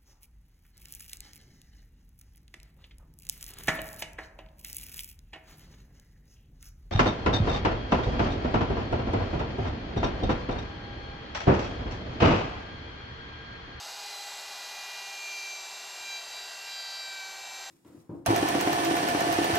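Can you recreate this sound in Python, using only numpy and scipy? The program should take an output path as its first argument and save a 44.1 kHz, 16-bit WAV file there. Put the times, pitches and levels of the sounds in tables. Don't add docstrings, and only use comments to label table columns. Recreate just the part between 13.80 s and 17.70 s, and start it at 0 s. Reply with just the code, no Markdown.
import sys
import numpy as np
from scipy.fft import rfft, irfft, next_fast_len
from scipy.io import wavfile
from scipy.ndimage import map_coordinates

SR = 44100
rng = np.random.default_rng(int(sys.argv[2]) if len(sys.argv) > 2 else 0)


def unload_audio(sound):
    columns = np.transpose(np.atleast_2d(sound))
    steps = np.round(np.clip(columns, -1, 1) * 32767)
    wavfile.write(sys.argv[1], SR, steps.astype(np.int16))


N = 171990


def amp(db):
    return 10 ** (np.asarray(db) / 20)


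def unit(x):
    return x / np.sqrt(np.mean(x ** 2) + 1e-20)


def along(points, hz):
    freq_hz, values = np.transpose(points)
    return np.interp(np.log(hz + 1), np.log(freq_hz + 1), values)


def curve(points):
    time_s, values = np.transpose(points)
    return np.interp(np.arange(N) / SR, time_s, values)


def wobble(rate_hz):
    knots = rng.standard_normal(int(N * rate_hz / SR) + 4)
    return map_coordinates(knots, [np.arange(N) * rate_hz / SR])


def filtered(x, response):
    size = next_fast_len(N + SR // 2)
    hz = np.fft.rfftfreq(size, 1 / SR)
    return irfft(rfft(x, size) * response(hz), size)[..., :N]


def tone(angle, order, level_db, waver_db, waver_hz):
    phase = rng.uniform(0, 2 * np.pi)
    rms = amp(level_db + waver_db * wobble(waver_hz))
    return np.sqrt(2) * rms * np.sin(order * angle + phase)


def air(excess_hz):
    # freq_hz, relative_density_db
    spectrum = [(22, -20), (108, -23.5), (258, -19.5), (452, -11), (603, -4.5), (646, 0.1), (1034, 1),
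                (1077, -12.5), (1120, -0.5), (1249, -8.5), (1292, -2.5), (1421, -1.5), (1658, -2),
                (1787, -6), (2950, -5), (3402, -6), (3661, -0.5), (4931, -1), (5771, -6), (6245, -1.5),
                (7343, -11), (7644, -8.5), (8290, -17), (9001, -17), (9776, -13.5), (10185, -20.5),
                (11542, -12.5), (13652, -22), (14233, -24), (15482, -32)]
    # time_s, gain_db
    dips = [(0, 0), (1.2, 0.3), (1.52, -0.5), (1.9, .5), (2.22, 0.2), (2.36, -1.5), (2.52, 1), (3.1, -1),
            (3.28, -0.6), (3.6, 0.2), (3.9, 0)]
    # time_s, gain_db
    roar_gain = [(0, 0), (1.34, 0), (1.39, -1.2), (1.7, 0), (2.1, 1.2), (3.08, 0.5), (3.9, 1.6)]
    base_db, speed_db_per_hz, flutter_db, roar_top_hz = -44.5, 0.16, 0.34, 1090
    rush = unit(filtered(rng.standard_normal(N), lambda hz: amp(along(spectrum, hz))))
    roar = filtered(rush, lambda hz: hz < roar_top_hz)
    hiss = rush - roar
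    flow_db = base_db + speed_db_per_hz * excess_hz + curve(dips) + flutter_db * wobble(20)
    return amp(flow_db) * (hiss + amp(curve(roar_gain)) * roar)


def bearing(angle):
    # time_s, level_db
    ball_pass = [(0, -73), (.45, -55), (1.28, -53), (1.45, -62), (3.4, -61.5), (3.9, -57)]
    sideband = [(0, -55), (.9, -61), (1.3, -55.5), (2.9, -57), (3.4, -58), (3.9, -60)]
    pass_order = 4.863
    return sum(tone(angle, order, curve(levels), waver_db=2, waver_hz=6.73)
               for order, levels in ((pass_order, ball_pass), (pass_order + 2, sideband)))


def motor(angle, excess_hz):
    # time_s, level_db
    whine_1 = [(0, -71), (.4, -64), (.9, -72), (1.6, -65), (2.2, -68.5), (2.8, -70.5), (3.1, -79),
               (3.55, -68), (3.9, -71.5)]
    whine_2 = [(0.0, -54.5), (.3, -52), (.8, -56.5), (1.22, -59), (1.35, -53.5), (1.39, -62), (2.7, -65),
               (3.89, -56.5)]
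    whine_5 = [(0.0, -69), (.28, -58), (1.2, -61.5), (2.03, -65), (3.17, -56.5), (3.38, -68), (3.89, -63)]
    whine_7 = [(0.0, -66), (0.8, -62), (1.25, -50), (1.55, -53.5), (1.75, -61), (2.22, -50.5), (2.35, -57),
               (2.92, -52), (3.05, -63.2), (3.89, -58)]
    whine_11 = [(0.0, -60), (0.95, -59), (1.01, -70.2), (1.45, -51), (2.23, -68), (2.33, -55.6),
                (2.71, -63), (3.11, -49.7), (3.89, -57.5)]
    whine_15 = [(0.0, -70), (0.51, -63.3), (0.55, -72), (1.53, -52.5), (2.29, -61), (2.35, -69),
                (3.89, -58)]
    whine_19 = [(0.0, -59), (.28, -56.5), (0.62, -53), (1.17, -63), (1.35, -55.5), (2.1, -51.5),
                (2.35, -55), (2.9, -54), (3.89, -52.0)]
    whine_24 = [(0, -77), (.3, -62), (.75, -71), (3.9, -76)]
    whine_29 = [(0, -78), (.25, -71), (1.1, -70), (1.7, -84), (3.9, -81)]
    # order, level_db
    buzz_tones = [(3, -67.5), (9, -67), (18, -66), (20, -71.5), (21, -72), (27, -81), (28, -73.5)]
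    buzz_db_per_hz, fuzz_gain_db, fuzz_width_hz = 0.19, -3.5, 110
    whine_tones = {1: whine_1, 2: whine_2, 5: whine_5, 7: whine_7, 11: whine_11,
                   15: whine_15, 19: whine_19, 24: whine_24, 29: whine_29}
    whine = sum(tone(angle, order, curve(levels), waver_db=1.24, waver_hz=9)
                for order, levels in whine_tones.items())
    buzz = sum(tone(angle, order, db + buzz_db_per_hz * excess_hz, waver_db=2.35, waver_hz=8)
               for order, db in buzz_tones)
    fuzz = wobble(fuzz_width_hz) * np.sin(2 * angle) + wobble(fuzz_width_hz) * np.cos(2 * angle)
    return whine + buzz + amp(curve(whine_2) + fuzz_gain_db) * fuzz


def bit(angle):
    # time_s, level_db
    cut_4 = [(0.0, -74), (1.16, -61), (1.9, -75), (2.33, -52.5), (2.44, -61), (2.98, -53), (3.15, -52),
             (3.4, -46.5), (3.59, -55.5), (3.89, -58)]
    cut_6 = [(0.0, -71), (0.23, -53), (.62, -55.5), (1.08, -47.5), (1.28, -47.5), (1.45, -41.3),
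             (1.72, -41), (1.81, -49.5), (2.1, -57), (2.27, -43.5), (2.36, -42), (2.48, -63), (2.57, -48.5),
             (2.73, -67), (2.89, -49.5), (3.1, -55), (3.4, -43.6), (3.59, -53), (3.72, -48), (3.89, -56)]
    cut_8 = [(0.0, -60.4), (0.15, -70), (0.23, -58), (1.72, -57), (1.84, -66), (2.13, -65), (2.32, -53),
             (2.5, -59.5), (2.8, -60.5), (2.95, -52), (3.22, -55.5), (3.6, -64), (3.89, -59)]
    cut_10 = [(0.0, -53), (0.14, -56), (0.35, -45.5), (0.62, -55.5), (0.75, -51), (1.5, -53.5),
              (1.71, -51.5), (2.17, -55.5), (2.35, -41), (2.47, -54), (2.58, -44.5), (2.69, -52.5),
              (2.81, -64), (2.88, -47.5), (2.97, -45), (3.13, -46.5), (3.21, -43.5), (3.52, -55.5),
              (3.89, -52.5)]
    cut_12 = [(0.0, -59), (0.22, -50.5), (0.52, -67), (.8, -62), (0.95, -55), (1.42, -60), (1.58, -49.5),
              (2.12, -61), (2.36, -47.5), (2.47, -52), (2.61, -47), (2.79, -54.5), (3.0, -44.5),
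              (3.22, -44), (3.67, -67), (3.89, -63)]
    cut_16 = [(0.0, -70), (1.1, -63), (1.42, -52), (1.72, -49), (1.88, -56), (2.15, -61.5), (2.34, -49.5),
              (2.47, -60), (3.3, -69), (3.45, -57.5), (3.89, -55)]
    # order, level_db
    rasp_tones = [(13, -63.5), (14, -64.5), (17, -67), (26, -74), (30, -77), (32, -76), (38, -86)]
    rasp_db_per_db, grain_db = 0.63, 0.5
    cut_tones = {4: cut_4, 6: cut_6, 8: cut_8, 10: cut_10, 12: cut_12, 16: cut_16}
    cut = sum(tone(angle, order, curve(levels), waver_db=0.5, waver_hz=14)
              for order, levels in cut_tones.items())
    bite_db = 10 * np.log10(sum(amp(curve(levels)) ** 2 for levels in cut_tones.values()))
    rise_db = rasp_db_per_db * (bite_db - bite_db.mean())
    rasp = sum(tone(angle, order, db + rise_db, waver_db=2, waver_hz=9) for order, db in rasp_tones)
    return (cut + rasp) * amp(grain_db * wobble(150))


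def scene():
    # time_s, rate_hz
    speed = [(0.0, 407), (0.2, 407.2), (0.44, 404.2), (0.89, 403), (1.33, 399.5), (1.81, 392.4),
             (2.21, 396.8), (2.28, 396), (2.39, 393.5), (2.68, 393.3), (2.87, 396), (3.2, 392),
             (3.42, 388.1), (3.48, 387.4), (3.64, 390.7), (3.73, 390), (3.89, 392.5)]
    jitter_rad = 0.0042
    shaft_hz = curve(speed)
    angle = 2 * np.pi * np.cumsum(shaft_hz) / SR + jitter_rad * wobble(60)
    excess_hz = shaft_hz - shaft_hz.mean()
    router = bit(angle) + motor(angle, excess_hz) + bearing(angle) + air(excess_hz)
    return np.array([router, router])


def record(dry):
    return filtered(dry, lambda hz: hz < 15700)


dry = scene()
out = record(dry)
unload_audio(out)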